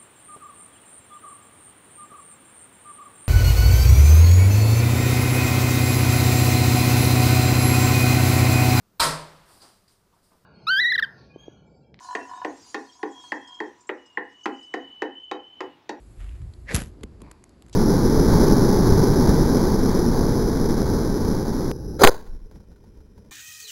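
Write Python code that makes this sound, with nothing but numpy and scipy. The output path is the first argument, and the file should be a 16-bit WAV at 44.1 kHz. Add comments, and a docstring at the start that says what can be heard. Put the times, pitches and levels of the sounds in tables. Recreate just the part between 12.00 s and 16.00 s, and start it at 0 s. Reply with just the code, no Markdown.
"""Sharp chops over a puttering motorbike: a heavy cleaver minces meat, about 3.5 blows a second.
Each blow is a wet crack of meat, a short clank of the blade and a thud of the wooden block,
and it sets the small street stall ringing. Outside, traffic hums, the motorbike fades away,
metal scrapes and clinks, and brakes squeal. An automatic volume control dips after each blow."""
import sys
import numpy as np
from scipy import signal
from scipy.fft import rfft, irfft
from scipy.io import wavfile
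from scipy.ndimage import uniform_filter1d, minimum_filter1d

SR = 44100
rng = np.random.default_rng(int(sys.argv[2]) if len(sys.argv) > 2 else 0)


def file_out(sig):
    """Save sig as 16-bit WAV at sys.argv[1]."""
    # one column per channel
    cols = np.atleast_2d(sig).T
    # limit, then scale
    lim = np.clip(cols, -1, 1)
    pcm = np.round(lim * 32767).astype(np.int16)
    wavfile.write(sys.argv[1], SR, pcm)


N = 176400
TIME = np.arange(N) / SR  # seconds since the scene began
AGE = TIME[:SR // 2]  # seconds since one short sound began

def amp(db):
    """Turn decibels into a number to multiply by."""
    return 10 ** (np.asarray(db) / 20)

def unit(x):
    """Scale a sound to an average (rms) size of 1."""
    return x / np.sqrt(np.mean(x ** 2))

def curve(rows, column=1):
    """Join one column of a table by straight lines in time."""
    rows = np.array(rows)
    return np.interp(TIME, rows[:, 0], rows[:, column])

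def colour(x, tone):
    """Make pitches louder or softer, following rows of Hz and dB."""
    hz, db = np.array(tone).T
    freqs = np.maximum(np.arange(len(x) // 2 + 1) * SR / len(x), 1)
    gain = amp(np.interp(np.log(freqs), np.log(hz), db))
    bass_cut = np.minimum(freqs / hz[0], 1) ** 2
    return irfft(rfft(x) * gain * bass_cut, len(x))

def keep_side(x, side, hz, order=2):
    """Keep the "low" or the "high" side of a pitch."""
    return signal.sosfilt(signal.butter(order, hz, side, fs=SR, output="sos"), x)

def noise(tone, size=N):
    """Noise with the given tone and an average size of 1."""
    return unit(colour(rng.standard_normal(size), tone))

def drift(per_second):
    """A smooth random wander with an average size of 1."""
    step = int(SR / per_second)
    held = np.repeat(rng.standard_normal(N // step + 1), step)
    return unit(uniform_filter1d(uniform_filter1d(held, step), step)[:N])

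def fade(ring_s):
    """Die away by 60 dB in ring_s seconds, the "ring time"."""
    return np.exp(-np.log(1000) * AGE / ring_s)

def rise(seconds):
    """Climb from silence towards full level."""
    return 1 - np.exp(-AGE / seconds)

def sine(hz):
    """A short, pure tone."""
    return np.sin(2 * np.pi * hz * AGE)

def through(x, response):
    """Play a sound through an object, given its response to one click."""
    return signal.fftconvolve(x, response)[:N]

def add(out, start_s, sound):
    """Mix a sound in at its start time."""
    i = int(start_s * SR)
    out[i:i + len(sound)] += sound[:max(N - i, 0)]

# The tone of far-off traffic. Each row: pitch in Hz, relative level in dB.
STREET_TONE = [(25, -23), (80, -2.5), (190, -6), (290, 1), (550, -11), (850, -4.5), (1500, -13),
               (3500, -14.5), (7000, -39), (15500, -39)]
STREET_DB, STREET_SWELL_DB = -61, 3

def street():
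    """Distant traffic hums and swells gently."""
    return noise(STREET_TONE) * amp(STREET_DB + STREET_SWELL_DB * drift(5))

# The motorbike going by. Each row: time in seconds, level in dB.
BIKE_LEVEL = [(0, -45), (.42, -39.5), (.56, -64.5), (.95, -58.5), (1.2, -49.5), (1.33, -63), (1.55, -53.5),
              (1.75, -61.5), (4, -89)]
# The exhaust pipe's notes. Each row: pitch in Hz, relative level in dB, ring time in seconds.
EXHAUST_NOTES = [(739, -9, 0.11), (990, 6.5, 0.063), (1059, -6, 0.12), (1455, -11.5, 0.068),
                 (1730, -6.5, 0.036), (2970, -15, 0.037)]
FIRING_HZ, FIRST_FIRING_S, FIRING_JITTER = 48.6, .004, .03
FIRING_SCATTER_DB, WEAK_FIRING_DB, GAS_DB, BIKE_SURGE_DB = 2.5, -6, -10, 3.5

def motorbike():
    """Strong and weak firings take turns ringing the exhaust, each with a puff of gas."""
    firings = np.zeros(N)
    for k, (late, strength) in enumerate(rng.standard_normal((N // 800, 2))):
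        start = FIRST_FIRING_S + (k + FIRING_JITTER * late) / FIRING_HZ
        add(firings, start, amp([FIRING_SCATTER_DB * strength + WEAK_FIRING_DB * (k % 2)]))
    gas = through(firings, fade(ring_s=.04)) * rng.standard_normal(N)
    pipe = sum(amp(db) * fade(ring_s) * sine(hz) for hz, db, ring_s in EXHAUST_NOTES) * rise(0.0035)
    putter = through(unit(firings) + amp(GAS_DB) * unit(gas), pipe)
    return unit(putter) * amp(curve(BIKE_LEVEL) + BIKE_SURGE_DB * drift(24.22))

def metal_note(hz, size, waver=.016):
    """One note of rubbing metal: a fast tremble around a steady pitch makes it rasp."""
    step = 25  # samples between random turns
    turns = rng.standard_normal(size // step + 2)
    tremble = np.interp(np.arange(size) / step, np.arange(len(turns)), turns)
    return np.sin(2 * np.pi * np.cumsum(hz * (1 + waver * tremble)) / SR)

def squeak(hz, length_s):
    """A rasping note that swells and dies."""
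    size = int(length_s * SR)
    return np.hanning(size) * metal_note(hz, size)

# The hiss of passing traffic. Each row: time in seconds, level in dB.
TRAFFIC_HISS_LEVEL = [(.1, -53), (.4, -60), (.68, -53), (1.05, -62.5), (1.28, -55), (1.45, -64),
                      (2.2, -73.5), (2.62, -66), (2.9, -79)]
# The tone of that hiss. Each row: pitch in Hz, relative level in dB.
HISS_TONE = [(1500, -15), (3200, -6), (5000, 5.5), (6700, 7), (8000, -2), (11000, -13), (15500, -22.5)]
SCRAPES_PER_S, SCRAPE_S, SCRAPE_SCATTER_DB, SMOOTH_HISS_DB = 480, .045, 4, -4

def traffic_hiss():
    """A raspy screech from the street: a swarm of tiny squeaks over smooth noise."""
    swarm = np.zeros(N)
    pitches = np.linspace(2600, 10500, 36) + rng.uniform(-90, 90, 36)
    for when, pick, length in rng.random((int(SCRAPES_PER_S * N / SR), 3)):
        scrape = squeak(pitches[int(pick * len(pitches))], SCRAPE_S * (.5 + length))
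        add(swarm, when * N / SR, amp(SCRAPE_SCATTER_DB * rng.standard_normal()) * scrape)
    hiss = unit(colour(swarm, HISS_TONE)) + amp(SMOOTH_HISS_DB) * noise(HISS_TONE)
    return unit(hiss) * amp(curve(TRAFFIC_HISS_LEVEL))

# Brief squeaks of metal. Each row: start in seconds, length in seconds, pitch in Hz, level in dB.
METAL_SQUEAKS = [(0, 0.2, 4120, -53.5), (.17, .11, 2700, -46), (.29, 0.19, 3720, -58),
                 (.55, 0.23, 4820, -55.5)]
# Clinks of loose metal. Each row: start in seconds, strongest pitch in Hz, its level in dB.
METAL_CLINKS = [(1.474, 5150, -48), (1.541, 5240, -53), (1.806, 7220, -52.5), (1.869, 7370, -51.5),
                (2.059, 5130, -55), (2.435, 6320, -47.5), (2.627, 5090, -54)]
CLINK_RANGE_HZ, CLINK_OTHERS_DB = (4300, 8800), -13

def loose_metal():
    """Metal squeaks and clinks in the street; each clink has seven softer notes of its own."""
    out = np.zeros(N)
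    for start, length, hz, db in METAL_SQUEAKS:
        add(out, start, amp(db) * squeak(hz, length))
    for start, hz, db in METAL_CLINKS:
        others = sum(metal_note(pitch, len(AGE)) for pitch in rng.uniform(*CLINK_RANGE_HZ, size=7))
        ring = metal_note(hz, len(AGE)) + amp(CLINK_OTHERS_DB) * others
        add(out, start, amp(db) * ring * fade(ring_s=0.12) * rise(0.0016))
    return out

# The tone of the stall's echo. Each row: pitch in Hz, level change in dB.
ECHO_TONE = [(160, -2), (260, 2.5), (450, -1.5), (630, -2.5), (800, -6), (1050, -4.5), (1270, -7),
             (1850, 0), (2250, -6), (2600, 2), (4000, -3.5), (8000, -14), (12000, -29.5)]

def stall_echo():
    """Many reflections in the stall blur into one tail; the treble dies first."""
    reflections = rng.standard_normal(len(AGE))
    low = keep_side(reflections, "low", hz=2500) * fade(ring_s=.26)
    high = keep_side(reflections, "high", hz=2500) * fade(ring_s=.2)
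    tail = (low + high) * rise(0.0031)
    soft_end = np.minimum(2 * (1 - AGE / AGE[-1]), 1) ** 2
    return colour(tail / np.sqrt(np.sum(tail ** 2)), ECHO_TONE) * soft_end

# Brake squeals, one list for each. Each row: time in seconds, pitch in Hz, level in dB.
BRAKE_SQUEALS = [
    [(.86, 3230, -89), (.9, 3240, -51), (.99, 3320, -77), (1.2, 3270, -48), (1.4, 3245, -58.5),
     (1.5, 3240, -45), (1.61, 3236, -49.5), (1.72, 3180, -72)],
    [(1.98, 2960, -61.5), (2.15, 2840, -57.5), (2.33, 2940, -59.5), (2.45, 2980, -49), (2.65, 2985, -46.5),
     (3.12, 3002, -46), (3.22, 3020, -41), (3.4, 3030, -49), (3.59, 3033, -50), (3.76, 2895, -65)],
]
SQUEAL_WAVER, SQUEAL_FLUTTER_DB, SQUEAL_ECHO_DB = .002, 1.5, -9
RASP_DB, RASP_WIDTH_HZ = -7, 109.5

def brakes():
    """Thin squeals echo into the stall; uneven friction makes them rasp."""
    out = np.zeros(N)
    for rows in BRAKE_SQUEALS:
        hz = curve(rows) * (1 + SQUEAL_WAVER * drift(120))
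        phase = 2 * np.pi * np.cumsum(hz) / SR
        rasp = drift(2 * RASP_WIDTH_HZ) * np.sin(phase) + drift(2 * RASP_WIDTH_HZ) * np.cos(phase)
        db = curve(rows, column=2) + SQUEAL_FLUTTER_DB * drift(48)
        sounding = (TIME > rows[0][0]) & (TIME < rows[-1][0])
        out += amp(db) * (np.sin(phase) + amp(RASP_DB) * rasp) * sounding
    return out + amp(SQUEAL_ECHO_DB) * through(out, stall_echo())

# The notes of the stall and its stand. Each row: pitch in Hz, gain in dB, ring time in seconds.
STALL_NOTES = [(286, -2, 0.46), (356.3, -0.5, 0.21), (385, 4.5, 0.12), (430, 7.5, 0.084), (498, 1, 0.26),
               (672, -8, 0.38), (821, -12, .16), (996, -8, 0.13), (1805, 0, 0.11)]

def stall(x):
    """A sound arrives directly, echoes and sets the stall ringing."""
    response = stall_echo()
    for hz, db, ring_s in STALL_NOTES:
        gain = amp(db) * 2 * np.log(1000) / (ring_s * SR)  # offsets the build-up of a long ring
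        response += gain * fade(ring_s) * np.cos(2 * np.pi * hz * AGE)
    return x + through(x, response)

def damped_note(hz, swell_s):
    """A note that peaks after swell_s seconds and dies within a few swings."""
    progress = AGE / swell_s
    return (progress * np.exp(1 - progress)) ** 2.73 * sine(hz)

# The notes of the bending blade. Each row: pitch in Hz, relative level in dB, ring time in seconds.
BLADE_NOTES = [(2530, -6.5, 0.12), (2685, -8, 0.11), (3814, -3.5, 0.1), (4860, -20, 0.088),
               (6000, -14.5, 0.15), (6700, -24, 0.15)]

def blade_ring(scatter_db=4, pitch_scatter=0.006):
    """The steel rings briefly; every spot on the edge favours different notes."""
    ring = np.zeros(len(AGE))
    for hz, db, ring_s in BLADE_NOTES:
        level = amp(db + scatter_db * rng.standard_normal())
        ring += level * fade(ring_s) * sine(hz * (1 + pitch_scatter * rng.standard_normal()))
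    return ring

# The tones of the meat's crack and its wet splat. Each row: pitch in Hz, relative level in dB.
CRACK_TONE = [(500, 13.5), (1200, 8.5), (2200, 4.5), (2600, 5), (3200, -1), (3800, -12), (6000, -35)]
SPLAT_TONE = [(3000, -6.5), (4600, 6), (7500, -3.5), (9500, -24.5), (15500, -44)]
CRACK_DECAY_S, SPLAT_DECAY_S = 0.0088, 0.0043

def meat(crack_db, splat_db):
    """The edge cuts wet meat with a crack and a shorter, brighter splat."""
    crack = amp(crack_db) * noise(CRACK_TONE, len(AGE)) * np.exp(-AGE / CRACK_DECAY_S)
    splat = amp(splat_db) * noise(SPLAT_TONE, len(AGE)) * np.exp(-AGE / SPLAT_DECAY_S)
    return crack + splat

def wood(notes, pitch_scatter=0.05):
    """The wood's notes differ a little at every spot; a filter like a microphone's thins the bass."""
    sound = np.zeros(len(AGE))
    for hz, db, swell_s in notes:
        sound += amp(db) * damped_note(hz * (1 + pitch_scatter * rng.standard_normal()), swell_s)
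    return keep_side(sound, "high", hz=177.6, order=6)

# The block's higher notes. Each row: pitch in Hz, relative level in dB, seconds to full swing.
KNOCK_NOTES = [(804.5, -5.5, 0.0045), (1038, -7, 0.0036), (1443, -17.5, 0.0049)]
THUD_SWELL_S, OVERTONE_RATIO, OVERTONE_DB = 0.0047, 1.2, -4.5

def block(thud_hz, thud_db, knock_db):
    """The struck block thuds with its two lowest notes and knocks with its higher ones."""
    lowest = (thud_hz, 0, THUD_SWELL_S)
    overtone = (thud_hz * OVERTONE_RATIO, OVERTONE_DB, THUD_SWELL_S / OVERTONE_RATIO)
    return amp(thud_db) * wood([lowest, overtone]) + amp(knock_db) * wood(KNOCK_NOTES)

# The tone of the shaking block. Each row: pitch in Hz, relative level in dB.
JUDDER_TONE = [(170, -24.5), (250, -0.5), (480, 2.5), (620, -8), (820, -0.5), (1100, -14), (1400, -18),
               (2200, -19), (4000, -51.5)]

def judder(swell_s=0.015):
    """The block shakes on its stand after a blow."""
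    progress = AGE / swell_s
    return noise(JUDDER_TONE, len(AGE)) * progress * np.exp(1 - progress)

# The cleaver's blows. Each row: start in seconds, thud level in dB, thud pitch in Hz, then the levels
# in dB of the knock, clank, crack, splat and steel ring. The gains below are added to these levels.
BLOWS = [(0.1512, -39, 320, -34.5, -27, -29, -38, -35), (0.4474, -34, 339.6, -31, -31, -34, -45, -46),
         (0.7445, -37.5, 350, -36.5, -30, -30.5, -40, -29), (1.03, -34.5, 338, -33.5, -33, -40, -52, -43),
         (1.32, -37.5, 338, -31.5, -22, -33, -45, -36), (1.6027, -36, 337, -37.5, -28, -41, -47.5, -45.5),
         (1.8921, -37, 345, -39.5, -28, -29, -63, -43.5), (2.173, -38, 346, -33, -20.5, -31.5, -65, -45),
         (2.457, -30.5, 345, -32, -30, -26, -39.5, -38), (2.7388, -36, 343, -34, -28.5, -35, -43, -34),
         (3.0202, -32.5, 337.3, -33, -27, -29.5, -44, -36.5),
         (3.3132, -37, 333, -33.5, -40.5, -34.5, -45.5, -31.5),
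         (3.6057, -37.5, 357, -40, -41, -35.5, -47.5, -41), (3.8924, -39, 312, -37, -38, -35.5, -40, -35)]
THUD_DB, KNOCK_DB, CLANK_DB, CRACK_DB, SPLAT_DB, RING_DB, JUDDER_DB = 10.5, 15.5, 10, 6, 6, -9, -1.5
BLOCK_LAG_S = 0.00198  # the edge reaches the wood after the meat
COUNTER_ECHO_S, COUNTER_ECHO_DB = 0.00363, -12.5  # the thud bounces off the counter
WALL_ECHO_S, WALL_ECHO_DB = .026, -13.5  # and flutters between two walls

def cleaver():
    """The edge cracks through wet meat, the blade clanks and the block thuds."""
    cuts, thuds = np.zeros(N), np.zeros(N)
    for start, thud_db, thud_hz, knock_db, clank_db, crack_db, splat_db, ring_db in BLOWS:
        clank = amp(clank_db + CLANK_DB) * damped_note(hz=1856, swell_s=0.0018)
        ring = amp(ring_db + RING_DB) * blade_ring()
        wet_crack = meat(crack_db + CRACK_DB, splat_db + SPLAT_DB)
        add(cuts, start, (clank + ring + wet_crack) * rise(0.00016))
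        thud = block(thud_hz, thud_db + THUD_DB, knock_db + KNOCK_DB)
        landing = start + BLOCK_LAG_S
        add(thuds, landing, thud)
        add(thuds, landing + COUNTER_ECHO_S, amp(COUNTER_ECHO_DB) * thud)
        for bounce in (1, 2):
            add(thuds, landing + bounce * WALL_ECHO_S, amp(bounce * WALL_ECHO_DB) * thud)
        add(thuds, start, amp(thud_db + JUDDER_DB) * judder())
    return thuds + keep_side(cuts, "high", hz=400)

def scene():
    """The chopping in its stall with the street outside, in one channel."""
    return (stall(cleaver()) + motorbike() + street() + brakes() + traffic_hiss() + loose_metal())[None]

DIP_ABOVE_DB, DIP_RATIO, DIP_HOLD_S, DIP_RECOVER_S = -21, 1.454, 0.013, 0.14
TREBLE_LIMIT_HZ = 15600

def record(dry):
    """The volume dips on each blow, holds and recovers; the highest treble is cut."""
    peak = -minimum_filter1d(-np.abs(dry[0]), SR // 250)  # the biggest swing nearby
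    peak = uniform_filter1d(peak, SR // 500)
    half_hold = int(DIP_HOLD_S * SR / 2)
    held = -minimum_filter1d(-peak, 2 * half_hold + 1, origin=half_hold)
    log_level = np.log(np.maximum(held, amp(DIP_ABOVE_DB)))
    recovery = TIME / DIP_RECOVER_S
    level = np.exp(np.maximum.accumulate(log_level + recovery) - recovery)  # jumps up, sinks slowly
    gain = (amp(DIP_ABOVE_DB) / level) ** (1 - 1 / DIP_RATIO)
    treble_cut = signal.ellip(10, .2, 70, TREBLE_LIMIT_HZ, fs=SR, output="sos")
    return signal.sosfilt(treble_cut, dry * gain)

dry = scene()
out = record(dry)
file_out(out)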